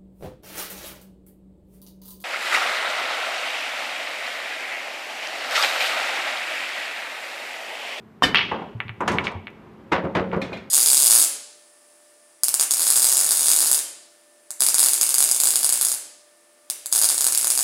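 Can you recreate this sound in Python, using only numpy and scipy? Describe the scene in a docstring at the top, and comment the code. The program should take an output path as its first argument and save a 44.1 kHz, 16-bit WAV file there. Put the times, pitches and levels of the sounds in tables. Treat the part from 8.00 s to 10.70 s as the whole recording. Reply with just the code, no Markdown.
"""In a room with a slate-bed ball table, a cue strikes and the cue ball cracks into the rack.
Hard balls click by short pressure pulses; cue, cabinet and thin part ring as modes under bursts of impacts.
Cushions thump as low damped sines, knocks on wood are filtered decaying noise, and balls roll as
coloured noise. A cooler hums as a steady sine; room air is a bed of noise and sparse taps reverberate."""
import sys
import numpy as np
from scipy import signal
from scipy.fft import rfft, irfft
from scipy.io import wavfile
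from scipy.ndimage import uniform_filter1d

SR = 44100
rng = np.random.default_rng(int(sys.argv[2]) if len(sys.argv) > 2 else 0)


def store_pcm(level_fs):
    """Save levels as 16-bit WAV."""
    pcm = np.round(np.clip(level_fs, -1, 1) * 32767).astype(np.int16)
    wavfile.write(sys.argv[1], SR, np.atleast_2d(pcm).T)


N = 119070  # samples, 2.7 s


def amp(db):
    """Logarithmic level: decibels become an amplitude ratio."""
    return 10 ** (np.asarray(db) / 20)


def evened(x):
    """Normalization of power: the rms becomes 1."""
    return x / np.sqrt(np.mean(x ** 2) + 1e-20)


def unit(x):
    """Normalization of energy: the sum of squares becomes 1."""
    return x / np.linalg.norm(x)


def read(points, hz):
    """Interpolation of a curve along a logarithmic frequency axis."""
    f, value = np.transpose(points)
    return np.interp(np.log(hz + 1), np.log(f + 1), value)


def add(mix, s, sound):
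    """Superposition: a sound is summed into the mix from time s [s]."""
    part = mix[round(s * SR):][:len(sound)]
    part += sound[:len(part)]


def decay(t, t60):
    """Exponential damping: the level falls 60 dB in t60 [s]."""
    return amp(-60 * t / t60)


def level_curve(points):
    """Amplitude envelope: levels in dB are joined by straight lines over time."""
    return amp(np.interp(np.arange(N) / SR, *np.transpose(points)))


def coloured(x, points):
    """Linear filtering: the spectrum is weighted by a curve in dB."""
    return irfft(rfft(x) * amp(read(points, np.fft.rfftfreq(len(x), 1 / SR))), len(x))


PAIR_SPREAD = 0.01  # greatest offset of a pair from its mode, as a fraction of the frequency


def modes(table, length, drive):
    """Modal superposition: the drive excites damped sines, each a close beating pair; energy 1."""
    t = np.arange(0, length, 1 / SR)
    total = 0
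    for hz, db, t60 in table:
        beat = np.cos(2 * np.pi * hz * PAIR_SPREAD * rng.random() * t)
        ring = decay(t, t60) * np.sin(2 * np.pi * hz * t) * beat
        total = total + amp(db) * np.sqrt(t60) * unit(signal.fftconvolve(drive, ring))
    return unit(total)


def tail(t60s, gap_s, size=SR, hold_s=0):
    """Reverberation: sparse taps of random sign, each band with its own decay time; energy 1."""
    taps = np.zeros(size)
    at = np.arange(0, size - 16, 16)
    taps[at + rng.integers(0, 16, len(at))] = rng.choice([-1., 1.], len(at))
    hz, t, bands = signal.stft(taps, SR, nperseg=256)
    held_t = np.hypot(t, hold_s) - hold_s  # the decay sets in gradually over the hold
    bands = bands * decay(held_t, read(t60s, hz)[:, None])
    out = signal.istft(bands, SR, nperseg=256)[1][:size]
    onset = np.minimum(np.arange(size) / SR / gap_s, 1) ** 2
    return unit(out * onset)


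def burst(rise_s, fade_s, per_s, spread_db):
    """Random point process: a rattle of small impacts that swells and fades; norm 20."""
    t = np.arange(0, .2, 1 / SR)
    where, size, sign = rng.random((len(t), 3)).T
    hits = (where < per_s / SR) * amp(-spread_db * np.log(size + 0.00089)) * np.sign(sign - .5)
    envelope = np.minimum(t / rise_s, 1) * np.exp(-np.maximum(t - rise_s, 0) / fade_s)
    return unit(hits * envelope) * 20


# spectrum of the room air: (frequency [Hz], relative level [dB])
AIR_COLOUR = [(25, -28), (175, 15.5), (394, -27.5), (591, -27.5), (14800, -26), (16000, -75)]
AIR_DB = -60.5  # rms


def room_air():
    """Stationary random noise: the coloured bed of the room air."""
    return amp(AIR_DB) * evened(coloured(rng.standard_normal(N), AIR_COLOUR))


# tone of the cooler: (frequency [Hz], rms level [dB])
COOLER_TONES = [(217, -54)]


def cooler_hum():
    """Steady harmonic motion: the cooler hums as a sine with a random starting phase."""
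    t = np.arange(N) / SR
    return sum(amp(db) * np.sqrt(2) * np.sin(2 * np.pi * (hz * t + rng.random()))
               for hz, db in COOLER_TONES)


# loudness of balls rolling on the cloth: (time [s], level [dB])
ROLL_LEVEL = [(.21, -51), (.25, -33), (.5, -38), (.95, -51), (1.15, -25.5), (1.4, -48), (1.65, -46),
              (1.9, -47.5), (2.5, -40), (2.7, -46.5)]
# spectrum of the rolling: (frequency [Hz], relative level [dB])
ROLL_COLOUR = [(40, -5), (130, -1), (204, 0.5), (300, -5), (394, 0), (500, -12.5), (930, -11.5),
               (2500, -24.5), (7600, -47.5), (16000, -68.5)]


def rolling():
    """Rolling-contact noise: a random rumble follows the level of the balls on the cloth."""
    return level_curve(ROLL_LEVEL) * evened(coloured(rng.standard_normal(N), ROLL_COLOUR))


# modes of the cue: (frequency [Hz], relative level [dB], decay time t60 [s])
CUE_MODES = [(780, -11.5, 0.0276), (1090, -13, 0.034), (1642, -14.5, 0.11), (1807, -3, 0.053),
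             (3020, -1, 0.033), (3584, -13.5, 0.058), (4780, -17, 0.05), (5100, -21, 0.084)]
# spectrum of the strike's hiss: (frequency [Hz], level [dB])
CUE_HISS = [(100, -12.5), (2320, -21.5), (3050, -18), (13200, -44), (16000, -70)]
# decay of the hiss: (frequency [Hz], t60 [s])
CUE_WASH_T60 = [(500, 0.38), (8000, 0.16)]
CUE_S, CUE_DB, CUE_HISS_DB = .2232, -9.5, -6.5  # hiss relative to the cue
CUE_SWELL_S, CUE_FADE_S = 0.013, 0.0069
TIP_HZ, TIP_DB, TIP_T60 = 1072, -1.5, 0.014  # t60 in s


def cue():
    """Modal excitation by impact: the tip thumps while the shaft's modes swell and ring."""
    out, t = np.zeros(N), np.arange(0, .05, 1 / SR)
    drive = burst(CUE_SWELL_S, CUE_FADE_S, 8000, 1.0)
    shaft = modes(CUE_MODES, .4, drive)
    hiss = signal.fftconvolve(coloured(drive, CUE_HISS), tail(CUE_WASH_T60, 0.0031, size=SR // 4))
    tip = -amp(TIP_DB) * decay(t, TIP_T60) * np.sin(2 * np.pi * TIP_HZ * t)
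    add(out, CUE_S, amp(CUE_DB) * 20 * shaft)
    add(out, CUE_S, amp(CUE_DB + CUE_HISS_DB) * 20 * hiss)
    add(out, CUE_S, tip)
    return out


CLACK_TURNS = 0.54  # width of the pulse, in cycles
CLACK_RING_T60, SPARK_DB, SPARK_S = 0.0099, -42, .002  # s, dB, s


def clack(db, hz, ring_db):
    """Impact radiation: two hard balls push a brief pulse of air, with a ring and a bright spark."""
    t = np.arange(-441, 442) / SR  # the pulse is centred 10 ms in
    late = np.maximum(t, 0)
    wave = np.sin(2 * np.pi * hz * t)
    pulse = wave * np.exp(-(t * hz / CLACK_TURNS) ** 2)
    ring = wave * (1 - np.exp(-(late * hz) ** 2)) * amp(ring_db) * decay(late, CLACK_RING_T60)
    bright_noise = np.gradient(np.gradient(rng.standard_normal(len(t))))
    spark = bright_noise * (t >= 0) * np.exp(-late / SPARK_S)
    return amp(db) * (pulse / pulse.max() + ring + amp(SPARK_DB) * spark)


# scattered clicks: pitches [Hz]
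SCATTER_HZ = (2100, 2600, 3000, 3300)
SCATTER_S, SCATTER_SWELL_S, SCATTER_T60 = .347, 0.014, 0.41  # start, swell and decay in s
SCATTER_PER_S = 3400  # clicks per second, all pitches together, at full density
SCATTER_DB, SCATTER_RING_DB = -20.5, 0.5
SCATTER_SPREAD_DB = 2  # dB per unit of the log of a random size


def scatter():
    """Random point process: clicks of four pitches die away as the rack spreads."""
    out, t = np.zeros(N), np.arange(N) / SR - SCATTER_S
    swell = np.clip(.5 + t / SCATTER_SWELL_S / 2, 0, 1) * (t > 0)
    for hz in SCATTER_HZ:
        where, size = rng.random((N, 2)).T
        sizes = amp(-SCATTER_SPREAD_DB * np.log(size + 1e-3))
        train = (where < SCATTER_PER_S / 4 / SR) * swell * sizes * decay(abs(t), SCATTER_T60)
        out += signal.oaconvolve(train, clack(SCATTER_DB, hz, SCATTER_RING_DB), "same")
    return out


# ball on ball: (time [s], pulse level [dB], pitch [Hz], ring level re pulse [dB])
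BALL_CLACKS = [(0.3462, 0, 1890, -19), (0.3483, -8.5, 2780, -18), (0.357, -3, 2710, -5),
               (0.371, -8.5, 3080, 6), (0.3753, -8.5, 2620, -12), (0.3847, -4, 2730, -11),
               (0.3919, -6.5, 2000, -22), (0.4098, -10, 2330, -4), (.452, -21, 2340, 5),
               (0.8036, -9, 2070, -14), (0.8825, -24.5, 2470, -7), (0.8941, -17.5, 2130, -14),
               (1.1857, -3.5, 2190, -9.5), (1.2701, -7.5, 2320, -7.5), (1.28, -17, 1860, -3),
               (1.471, -19.5, 2290, -8), (1.481, -25.5, 2037, -11), (2.317, -24.5, 2110, -11)]
# echoes off slate and rails: (delay [s], level [dB])
CLACK_ECHOES = [(0.0123, -20.5)]
# dense scatter off nearby balls and rails: (frequency [Hz], t60 [s])
NEAR_T60 = [(1000, 0.15), (3000, 0.069), (10000, 0.028)]
NEAR_DB = -8.5


def balls():
    """Impact and reflection: loud clacks and scattered clicks return off balls, slate and rails."""
    out = np.zeros(N)
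    for s, db, hz, ring_db in BALL_CLACKS:
        add(out, s - .01, clack(db, hz, ring_db))
    out += scatter()
    near = signal.oaconvolve(out, tail(NEAR_T60, 0.0016, size=SR // 4))[:N]
    echoed = out + amp(NEAR_DB) * near
    for s, db in CLACK_ECHOES:
        add(echoed, s, amp(db) * out)
    return echoed


# knocks on wood: (time [s], level [dB], pitch [Hz], sharpness Q [1], rise [s], hold [s],
# boom re knock [dB], treble re knock [dB])
WOOD_KNOCKS = [(0.5127, -18, 1030, 1.2, 0.0032, 0.016, -7, -55),
               (0.615, -28.5, 780, 2.5, 0.0054, 0.004, -4, -92),
               (1.0046, -17.5, 1054, 1.4, 0.0015, 0.0033, -8.5, -29.5),
               (1.074, -14.5, 2800, 0.55, 0.0048, 0.026, -4.5, -16.5),
               (1.112, -20.5, 1020, 2.6, 0.005, 0.1, -11, -17.5),
               (1.21, -25.5, 965, 4.4, 0.0016, 0.15, -14, -43),
               (1.234, -27, 6140, 0.55, 0.0093, 0.06, -4, -22.5),
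               (1.314, -31, 910, 3.4, 0.0014, 0.0094, -28, -26.5),
               (1.914, -10.5, 1700, 0.45, 0.0079, 0.042, -9, -34.5),
               (2.037, -22.5, 750, 1.04, 0.0081, 0.012, 3, -46.5),
               (2.147, -13.5, 1570, 0.45, 0.0069, 0.031, -2.5, -35),
               (2.201, -30.5, 550, 2.3, 0.0025, 0.0087, 10, -35),
               (2.318, -20, 1130, 1.2, 0.015, 0.025, -1, -49),
               (2.362, -26.5, 510, 1.7, 0.0034, 0.0057, 10, -57),
               (2.397, -26.5, 452, 1.2, 0.011, 0.045, -4, -53),
               (2.515, -27, 620, 0.59, 0.0072, 0.01, -5.5, -37)]
# spectrum of the wooden panel: (frequency [Hz], relative level [dB])
WOOD_COLOUR = [(100, -28), (250, 1), (480, 1.5), (1000, 4.5), (3000, 2.5), (6000, -4.5), (16000, -35)]
# decay of the panel: (frequency [Hz], t60 [s])
WOOD_T60 = [(200, 0.4), (1000, 0.24), (4000, 0.15), (12000, 0.067)]
# low modes of the cabinet: (frequency [Hz], relative level [dB], t60 [s])
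CABINET_MODES = [(105, -10.5, 0.58), (115.5, -9, 0.64), (185.9, 0.5, 0.69), (216.6, 0.5, 0.42),
                 (283, -6, 0.49), (371, 11, 0.096), (453.6, 8, 0.11), (540, -1, 0.62), (965, -15, 0.63)]
# treble band of the knocks: lower and upper edge [Hz]
TREBLE_HZ = (2640, 7530)
TREBLE_T60 = 0.37  # s, on top of the panel's own decay
RATTLE_PER_S, RATTLE_SPREAD_DB = 2300, 4.5  # impacts per second; dB per unit of log size
LUMP_S, LUMP_DB = .004, 2.5  # smoothing of the level's wobble and its rms
FIRST_BLOW = 0.14  # one sample, against a panel of energy 1


def shudder(rise_s, hold_s):
    """Amplitude modulation: the panel's noise dies with a lumpy level, and one blow stands at its rise."""
    panel = tail(WOOD_T60, rise_s, size=SR // 2, hold_s=hold_s)
    lumps = evened(uniform_filter1d(rng.standard_normal(len(panel)), round(LUMP_S * SR)))
    panel = unit(panel * amp(LUMP_DB * lumps))
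    add(panel, rise_s, np.array([FIRST_BLOW]))
    return panel


def knocks():
    """Resonant filtering: a panel shudders about its own pitch and the cabinet's low modes boom."""
    out = np.zeros(N)
    for s, db, hz, sharp, rise_s, hold_s, boom_db, treble_db in WOOD_KNOCKS:
        drive = burst(rise_s, hold_s, RATTLE_PER_S, RATTLE_SPREAD_DB)
        panel = shudder(rise_s, hold_s)
        w = 2 * np.pi * hz
        resonance = signal.bilinear([1], [1 / w ** 2, 1 / (w * sharp), 1], SR)  # low-pass with peak Q
        soft = signal.lfilter(*resonance, coloured(panel, WOOD_COLOUR))
        hard = signal.lfilter(*signal.butter(2, TREBLE_HZ, "band", fs=SR), panel)
        hard = hard * decay(np.arange(len(hard)) / SR, TREBLE_T60)
        add(out, s, 20 * amp(db) * (unit(soft) + amp(treble_db) * unit(hard)))
        add(out, s, 20 * amp(db + boom_db) * modes(CABINET_MODES, 1.0, drive))
    return out


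# cushion thumps: (time [s], level [dB], pitch [Hz])
CUSHION_THUMPS = [(0.75, -29.5, 113.8), (0.852, -36, 109), (0.894, -32.5, 111), (1.351, -28.5, 92.7)]
THUMP_RISE_S, THUMP_T60 = 0.0012, 0.19  # s


def thumps():
    """Damped oscillation: rubber cushions push the frame into a low soft ring."""
    out, t = np.zeros(N), np.arange(0, .3, 1 / SR)
    envelope = decay(t, THUMP_T60) * (1 - np.exp(-t / THUMP_RISE_S))
    for s, db, hz in CUSHION_THUMPS:
        add(out, s, amp(db) * envelope * 2 * np.sin(2 * np.pi * hz * t))
    return out


# loudness of a potted ball running down its channel: (time [s], level [dB])
CHANNEL_LEVEL = [(1.0, -90), (1.12, -44), (1.3, -56.5), (1.95, -53), (2.1, -37.5), (2.3, -35),
                 (2.42, -37.5), (2.6, -46), (2.7, -71.5)]


def channel_run():
    """Modal response to random forcing: a potted ball in its channel rings the cabinet's modes."""
    ringing = modes(CABINET_MODES, 0.57, rng.standard_normal(N))[:N]
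    return level_curve(CHANNEL_LEVEL) * evened(ringing)


# light ticks on a thin part: (time [s], level [dB])
THIN_TICKS = [(2.415, -29), (2.528, -33.5), (2.569, -39.5)]
# modes of the thin part: (frequency [Hz], relative level [dB], t60 [s])
THIN_MODES = [(1800, -16, 0.033), (2206, 5, 0.1), (2446, 19.5, 0.027), (3100, 3, 0.054), (3660, 4.5, 0.08),
              (4040, 4, 0.11), (5140, -9, 0.032), (6900, -21, 0.08)]
# spectrum of the ticks' wash: (frequency [Hz], relative level [dB])
TICK_HISS = [(1000, 3.5), (2200, 9.5), (4500, -3.5), (8000, -17), (16000, -40)]
# decay of the wash: (frequency [Hz], t60 [s])
TICK_HISS_T60 = [(2000, 0.37), (12000, 0.24)]
TICK_S, TICK_HISS_DB = 0.0061, -0.5  # fade of the rattle; wash relative to the modes


def ticks():
    """Modal excitation by repeated impact: short rattles ring a thin part, with a noisy wash."""
    out = np.zeros(N)
    for s, db in THIN_TICKS:
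        drive = burst(0.0026, TICK_S, 4000, 0.84)
        ringing = modes(THIN_MODES, .5, drive)
        scattered = coloured(tail(TICK_HISS_T60, 0.00067, size=SR // 2), TICK_HISS)
        wash = unit(signal.fftconvolve(drive, scattered))
        add(out, s, 20 * amp(db) * (ringing + amp(TICK_HISS_DB) * wash))
    return out


# reverberation of the room: (frequency [Hz], t60 [s])
ROOM_T60 = [(200, 0.62), (1000, 0.52), (3000, 0.6), (8000, 0.29), (14000, 0.55)]
ROOM_GAP_S = 0.0049  # onset of the reverberation
ROOM_DB, CLACK_ROOM_DB = -15.5, -14  # sent to the room by the other impacts and by the clacks


def scene():
    """Superposition: clacks, cue, knocks and ticks excite the room; the other sounds join directly."""
    steady = room_air() + cooler_hum() + rolling()
    struck, clacks = cue(), balls()
    struck = struck + knocks() + ticks()
    sent = amp(CLACK_ROOM_DB) * clacks + amp(ROOM_DB) * struck
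    wet = signal.fftconvolve(sent, tail(ROOM_T60, ROOM_GAP_S))[:N]
    return (clacks + struck + wet + thumps() + channel_run() + steady)[None]


MIC_HZ, EDGE_HZ = 74, 15500  # lower and upper band limits
OVERLOAD = .95  # clipping amplitude


def record(dry):
    """Transducer limits: a small microphone lacks deep bass, clips high peaks and ends the treble."""
    thin = signal.lfilter(*signal.butter(2, MIC_HZ, "high", fs=SR), dry)
    clipped = np.clip(thin, -OVERLOAD, OVERLOAD)
    band_limit = signal.firwin(511, EDGE_HZ, window=("kaiser", 9), fs=SR)
    return signal.oaconvolve(clipped, band_limit[None], "same")


dry = scene()
out = record(dry)
store_pcm(out)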